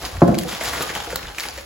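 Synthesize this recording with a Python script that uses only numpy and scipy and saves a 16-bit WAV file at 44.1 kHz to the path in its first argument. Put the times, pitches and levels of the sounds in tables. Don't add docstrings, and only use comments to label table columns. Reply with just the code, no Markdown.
import sys
import numpy as np
from scipy import signal
from scipy.fft import rfft, irfft, next_fast_len
from scipy.io import wavfile

SR = 44100
rng = np.random.default_rng(int(sys.argv[2]) if len(sys.argv) > 2 else 0)


def int16_out(signal):
    q = np.round(np.clip(np.atleast_2d(signal).T, -1, 1) * 32767)
    wavfile.write(sys.argv[1], SR, q.astype(np.int16))


def rack_gain(trim_db):
    fader = np.asarray(trim_db, float)
    return 10 ** (fader / 20)


N = 72765


def rms_one(x):
    return x / np.sqrt(np.mean(x ** 2) + 1e-20)


def at_hz(points, hz):
    points_hz, values = np.transpose(points)
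    return np.interp(np.log(hz), np.log(points_hz), values)


def filtered(x, order, hz, kind):
    return signal.sosfilt(signal.butter(order, hz, kind, fs=SR, output="sos"), x)


def drift(rate_hz):
    r = np.exp(-80 * np.pi * rate_hz / SR)
    slow = signal.lfilter([1], [1, -2 * r, r * r], rng.standard_normal(N // 40 + 2002))[2000:]
    return np.interp(np.arange(N) / 40, np.arange(len(slow)), rms_one(slow))


def ring(clicks, hz, t60_s):
    r, w = rack_gain(-60 / (t60_s * SR)), 2 * np.pi * hz / SR
    return signal.lfilter([0, np.sin(w)], [1, -2 * r * np.cos(w), r * r], clicks + 1e-18)


def add(out, start_s, x):
    i = int(start_s * SR)
    out[i:i + len(x)] += x[:len(out) - i]


# time in seconds, crackle level in dB.
EFFORT = [(0, -43), (0.053, -33.5), (0.089, -39.5), (.32, -46), (.46, -43), (.5, -35.5), (.62, -34.5),
          (.65, -30), (.71, -33.5), (.8, -32.5), (.935, -37), (0.959, -32.5), (1.04, -39), (1.377, -44.5),
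          (1.381, -38), (1.455, -36.5), (1.479, -41), (1.65, -46)]
# time in seconds, treble loss in dB per octave above PANEL_HZ.
PANEL_LOSS = [(0, 1.5), (.45, 0.6), (.6, 0.8), (.7, -.5), (.76, 2), (.82, 0.5), (.95, 1.5), (1.1, 0.7),
              (1.281, 2.5), (1.4, -0.8), (1.65, 1)]
# frequency in Hz, level in dB.
PAPER_SPECTRUM = [(250, -24), (500, 2.5), (1000, 2), (2000, -10), (4500, -6.5), (7000, -12.5),
                  (11000, -10.5), (16000, -34)]
PANEL_HZ, APART_DB, DULL_DB = 2200, -3, -2.5
GRAINS_PER_S, CLUMP_DB, GRAIN_SPREAD_DB, GRAIN_CYCLES = 3500, 4, 3.7, 4.5


def crackle():
    t = np.arange(N) / SR
    level_db = np.interp(t, *np.transpose(EFFORT))
    loss_db = np.interp(t, *np.transpose(PANEL_LOSS))
    sizes = rack_gain(GRAIN_SPREAD_DB * np.minimum(rng.exponential(1, N), 4)) * rng.choice([-1, 1], N)
    clump_db = CLUMP_DB * drift(25)
    bright, dull = np.zeros((2, N))
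    for hz in np.geomspace(300, 15500, 24):
        grains_per_s = GRAINS_PER_S * np.sqrt(hz / 3000) / 8 * rack_gain(clump_db)
        born = rng.random(N) < grains_per_s / SR
        grains = rms_one(ring(np.roll(sizes, int(hz)) * born, hz, GRAIN_CYCLES / hz))
        octaves = np.clip(np.log2(hz / PANEL_HZ), -1, 2)
        band = dull if hz < 1300 else bright
        band += rack_gain(at_hz(PAPER_SPECTRUM, hz) - loss_db * octaves) * np.sqrt(hz) * grains
    sheet = 1.31 * rms_one(bright) + rack_gain(DULL_DB) * rms_one(dull)
    apart = filtered(np.roll(sheet, N // 3), 2, [2600, 6000], "band")
    return rack_gain(level_db) * sheet, rack_gain(level_db + APART_DB) * apart


SNAP_CLICKS_PER_S, SNAP_WIDTH_HZ, SNAP_RISE_S, SNAP_DB = 12000, 800, .001, -6.5
SNAP_LOW_SHARE = 0.49


def crease_burst(db, hz, treble_db, length_s, broad_db):
    t = np.arange(2048) / SR
    size, chance = rng.standard_normal((2, 2048))
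    clicks = size * (np.abs(chance) < SNAP_CLICKS_PER_S / SR * 1.25)
    burst = clicks * rack_gain(-26 * t / max(length_s, .002))
    burst = burst * np.minimum(0.37 + t / SNAP_RISE_S, 1) + 1e-9
    burst[24] = np.abs(burst).max()
    patch = filtered(burst, 2, SNAP_LOW_SHARE * hz, "high")
    tone = ring(patch, hz, 2.2 / SNAP_WIDTH_HZ)
    broad = filtered(burst, 3, [1100, 7500], "band")
    top = filtered(burst, 3, 7500, "high")
    tone, broad, top = (part / np.abs(part).max() for part in (tone, broad, top))
    return rack_gain(db + SNAP_DB) * (tone + rack_gain(broad_db) * broad + rack_gain(treble_db + 15.5) * top)


# start in seconds, peak in dB, sheet resonance in Hz, treble in dB, length in seconds.
SNAPS = [(0.05, -13.5, 4750, -43, 0.016), (0.168, -18, 2090, -31, 0.013), (0.2776, -16, 1430, -22, 0.017),
         (0.3436, -15, 2200, -19, 0.014), (0.386, -9.5, 4250, -7, 0.0091),
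         (0.394, -20.5, 2950, -4.5, 0.0093), (0.435, -18, 2370, -8, 0.0055),
         (0.5003, -28, 1970, -20, 0.011), (0.519, -20, 2260, -53, 0.051), (0.608, -12.5, 2120, -26, 0.027),
         (0.6352, -18.5, 1800, -5, 0.034), (0.732, -14, 2130, -14.5, 0.11), (0.824, -15.5, 3440, -5, 0.014),
         (0.883, -29, 2950, -24, 0.01), (0.8922, -14, 2130, -36, 0.028), (0.9506, -13, 3060, -14, 0.027),
         (1.0017, -16, 3330, -29, 0.016), (1.1033, -16.5, 2380, -15, 0.019),
         (1.1582, -8, 4500, -7.5, 0.0085), (1.3847, -6.5, 2290, -22, 0.004),
         (1.405, -14, 4370, -12.5, 0.011), (1.4345, -16.5, 2380, -10.5, 0.017),
         (1.486, -12, 4520, -16, 0.0066), (1.389, -19, 2170, -13, 0.039), (1.409, -21, 2100, -20, 0.022),
         (.645, -21, 2600, -7, 0.038), (0.748, -20, 1410, -25, 0.047), (0.785, -19, 1410, -23, .03),
         (1.577, -18, 2280, -18, 0.011)]


def snaps():
    out = np.zeros(N)
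    for start_s, db, hz, treble_db, length_s in SNAPS:
        add(out, start_s, crease_burst(db, hz, treble_db, length_s, broad_db=-2.5))
    return out


# start in seconds, peak in dB, resonance in Hz, broad share in dB, length in seconds.
TICKS = [(0.2075, -20, 1440, 1.5, 0.027), (0.3514, -22.5, 4000, 3, 0.0056), (0.3805, -21, 4430, 0, .005),
         (0.412, -24, 2330, 5, 0.0056), (0.482, -20, 5700, -8, 0.0047), (0.4934, -19.5, 4400, 6, 0.0017),
         (0.513, -20, 3040, 2, .012), (0.537, -19, 3060, 5, 0.0015), (0.55, -12.5, 3420, -8, .003),
         (0.6623, -14, 2180, -1, 0.011), (0.677, -38, 1760, -10, 0.011), (0.759, -15, 1500, 3, 0.021),
         (0.7755, -13, 2310, -6, 0.02), (0.8066, -7.5, 1330, -16, 0.0057), (0.9007, -15.5, 1940, 0, 0.014),
         (0.962, -10, 1600, -10, 0.0085), (1.042, -35, 5000, -15, 0.0075),
         (1.069, -19.5, 1490, -28, 0.0052), (1.125, -17, 1590, 0, 0.036), (1.171, -26.5, 3780, 9, .005),
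         (1.1902, -19, 1740, -21, 0.021), (1.2284, -22, 2620, -2, 0.022), (1.2535, -20, 1970, -16, 0.017),
         (1.269, -23, 3460, -4, 0.017), (1.282, -24, 2970, 0, 0.016), (1.3468, -21.5, 2600, -0.5, 0.019),
         (1.383, -10, 2150, -10, 0.0026), (1.398, -13.5, 4700, 3, 0.0044), (1.439, -12, 2160, -19, 0.0095),
         (1.452, -16, 1310, -28, .012), (1.5074, -23, 5360, 1, 0.0059), (1.584, -23, 2260, 3, 0.025)]


def ticks():
    out = np.zeros(N)
    for start_s, db, hz, broad_db, length_s in TICKS:
        add(out, start_s, crease_burst(db, hz, -26, length_s, broad_db))
    return out


# start in seconds, peak in dB, pitch in
# Hz, t60 in seconds.
FLAPS = [(0.038, -25.5, 730, 0.038), (0.15, -26.5, 123, 0.012), (0.162, -23, 101, 0.036),
         (0.609, -21, 640, 0.017), (0.638, -32, 520, 0.076), (0.728, -24, 690, 0.075),
         (0.806, -23.5, 501, 0.055), (0.826, -24.5, 1232, 0.11), (0.899, -27.5, 443, 0.03),
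         (0.959, -22.5, 824, 0.058), (1.002, -24, 960, 0.015), (1.07, -24.5, 453, 0.14),
         (1.129, -19, 534, 0.026), (1.158, -19.5, 944, 0.011), (1.283, -30, 880, 0.017),
         (1.455, -24.5, 880, 0.031), (1.488, -31, 727, 0.047), (.527, -32.5, 157, 0.036),
         (.967, -35, 1230, 0.013), (.445, -25.5, 493, 0.16), (0.287, -11.5, 212, 0.18),
         (.336, -19, 211, 0.067), (.24, -12, 345, 0.054), (0.798, -33.5, 166, 0.053),
         (0.981, -35.5, 127, 0.033), (1.135, -29.5, 189, 0.052), (.145, -31.5, 700, .05),
         (1.575, -29.5, 560, 0.039)]
# start in seconds, peak in dB, pitch in Hz, t60 in seconds.
LOW_BUMPS = [
    (0.0, -31, 51.3, 0.23),
    (0.279, -30, 60, 0.18),
    (0.12, -24, 53.6, 0.54),
    (0.66, -34.5, 64.8, 1),
    (1.07, -31.5, 60, 0.39),
    (1.229, -27.5, 52.3, 0.086),
]


def flaps_and_bumps():
    out, t = np.zeros(N), np.arange(8192) / SR
    for start_s, db, hz, t60_s in [*FLAPS, *LOW_BUMPS]:
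        push = rng.standard_normal(8192) * rack_gain(-60 * t / (0.033 + 6.1 / hz)) * np.minimum(t * hz, 1)
        t60_s = max(t60_s, .005)
        note = ring(push, hz, t60_s) + .5 * ring(push, 1.524 * hz, .5 * t60_s)
        add(out, start_s, rack_gain(db) * note / np.abs(note).max())
    return out


# start in seconds, level in dB, contact pitch in Hz.
DROPS = [(.2174, -9, 664), (0.2194, 3, 650), (0.2238, 6, 340), (.230, 0.5, 185), (0.242, -40, 296),
         (.252, -19, 240), (0.265, -13, 300), (0.282, -4.5, 408), (.292, -5.5, 252), (.299, -8.5, 232),
         (0.328, -12.5, 600), (0.344, -19, 277), (.372, -13, 338)]
# frequency in Hz, level in dB, t60 in seconds.
BENCH = [(60, -5, 0.15), (126, -7.5, 0.13), (185, -2.5, 0.19), (239, 5, 0.078), (345, 5, 0.094),
         (416, -12.5, 0.31), (544.5, 4, 0.13), (594, 4, 0.042), (690, 10, 0.053), (767, 1.5, 0.065),
         (984, 4, 0.073), (1091, 1.5, 0.097), (1312, -6, 0.14), (1490, -21, 0.098)]
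DROP_DB, DROP_SCATTER_DB, CONTACT_DB_PER_OCTAVE, CONTACT_CYCLES, DETUNE = -1.5, 2, 8, 0.32, .02


def parcel():
    out, t = np.zeros(N), np.arange(SR // 2) / SR
    for start_s, db, contact_hz in DROPS:
        push = np.sin(np.pi * np.minimum(t * contact_hz / CONTACT_CYCLES, 1)) ** 2
        hit = np.zeros(len(t))
        for hz, mode_db, t60_s in BENCH:
            scatter, shift = rng.standard_normal(2)
            off_pitch_db = CONTACT_DB_PER_OCTAVE * abs(np.log2(hz / contact_hz))
            level = rack_gain(mode_db + DROP_SCATTER_DB * scatter - off_pitch_db)
            hit += level * ring(push, hz * (1 + DETUNE * shift), t60_s)
        hit = filtered(hit, 2, 90, "high")
        add(out, start_s, rack_gain(db + DROP_DB) * hit / np.abs(hit).max())
    return out


# start in seconds, level in dB, t60 in seconds.
SHUDDERS = [
    (0.2187, -19, 0.1),
    (0.284, -33.5, 0.52),
]


def shudder():
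    t = np.arange(N) / SR
    noise = filtered(rng.standard_normal((2, N)), 3, [700, 1600], "band")
    level = np.zeros(N)
    for start_s, db, t60_s in SHUDDERS:
        level += rack_gain(db - 60 * np.maximum(t - start_s, 0) / t60_s) * (t > start_s)
    return rms_one(noise) * level


ROOM_T60_S, TREBLE_T60_S, WALL_CUT_HZ, ROOM_GAIN_DB = 0.61, .2, 5500, 11.5


def room(x):
    size, t = next_fast_len(N + SR), np.arange(SR // 2) / SR
    noise = rng.standard_normal((2, SR // 2)) * np.clip((t - .004) / .012, 0, 1)
    dull = filtered(noise, 1, WALL_CUT_HZ / 2, "low")
    tail = dull * rack_gain(-60 * t / ROOM_T60_S) + (noise - dull) * rack_gain(-60 * t / TREBLE_T60_S)
    tail *= rack_gain(ROOM_GAIN_DB) / np.sqrt(SR * ROOM_T60_S / (6 * np.log(10)))
    left, right = irfft(rfft(tail, size) * rfft(x, size), size)[:, :N]
    side = filtered((left - right) / 2, 3, 240, "high")
    return (left + right) / 2 + side * [[1], [-1]]


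# frequency in Hz, level in dB.
RUMBLE_SPECTRUM = [(25, -38), (55, 19.5), (130, -23), (320, -28), (2000, -24.5), (8000, -24.5),
                   (16000, -24)]
RUMBLE_DB, RUMBLE_LUMP_DB = -45, 1.5


def rumble():
    out, edges_hz = np.zeros((2, N)), 25 * 2 ** np.arange(0, 9.6, .5)
    white = rng.standard_normal((2, 2, N + 8192))
    for k, (low_hz, high_hz) in enumerate(zip(edges_hz, edges_hz[1:])):
        mid, side = filtered(white[k % 2], 2, [low_hz, high_hz], "band")[:, 8192:]
        hz = np.sqrt(low_hz * high_hz)
        level = rack_gain(at_hz(RUMBLE_SPECTRUM, hz) + RUMBLE_LUMP_DB * drift(1.6))
        out += level * (mid + min(hz / 700, .8) * side * [[1], [-1]])
    return rack_gain(RUMBLE_DB) * rms_one(out)


# frequency in Hz, phase in half turns.
TREBLE_PHASE = [(0, 0), (2500, -.1), (6100, -.33), (6800, 0), (7300, 0), (8350, 1), (9250, 1), (10600, 2),
                (11800, 2), (12850, 3), (14200, 3), (15300, 4)]
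SHARED_FROM_HZ, SHARED_FULL_HZ = 6000, 7300


def shared_treble(x, extra_half_turns):
    size = next_fast_len(N + 4096)
    hz, spectrum = np.arange(size // 2 + 1) * SR / size, rfft(x, size)
    shared = np.clip((hz - SHARED_FROM_HZ) / (SHARED_FULL_HZ - SHARED_FROM_HZ), 0, 1)
    phase = np.interp(hz, *np.transpose(TREBLE_PHASE))
    phase -= extra_half_turns * np.minimum(hz / SHARED_FROM_HZ, 1)
    turn = np.exp(.5j * np.pi * phase * [[1], [-1]])
    return irfft(((1 - shared) * spectrum + shared * spectrum[0]) * turn, size)[:, :N]


def scene():
    creases = snaps()
    sheet, apart = crackle()
    paper = sheet + ticks() + flaps_and_bumps()
    drop = parcel()
    echo = room(rack_gain(-14) * (paper + creases) + rack_gain(-14.5) * drop)
    near = paper * rack_gain([[.2], [-.2]]) + drop * rack_gain([[.4], [-.4]]) + apart * [[1], [-1]]
    near = near + echo + rumble() + shudder()
    return shared_treble(near, 0) + shared_treble(np.array([creases, creases]), 0.25)


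def band_limit(x):
    return signal.sosfilt(signal.butter(12, 16970, fs=SR, output="sos"), x)


def record(dry):
    cut = signal.sosfilt(signal.cheby2(24, 60, 16200, fs=SR, output="sos"), dry)
    cut = filtered(cut, 3, 42.7, "high")
    return band_limit(np.clip(cut, -1, 1))


dry = scene()
out = record(dry)
int16_out(out)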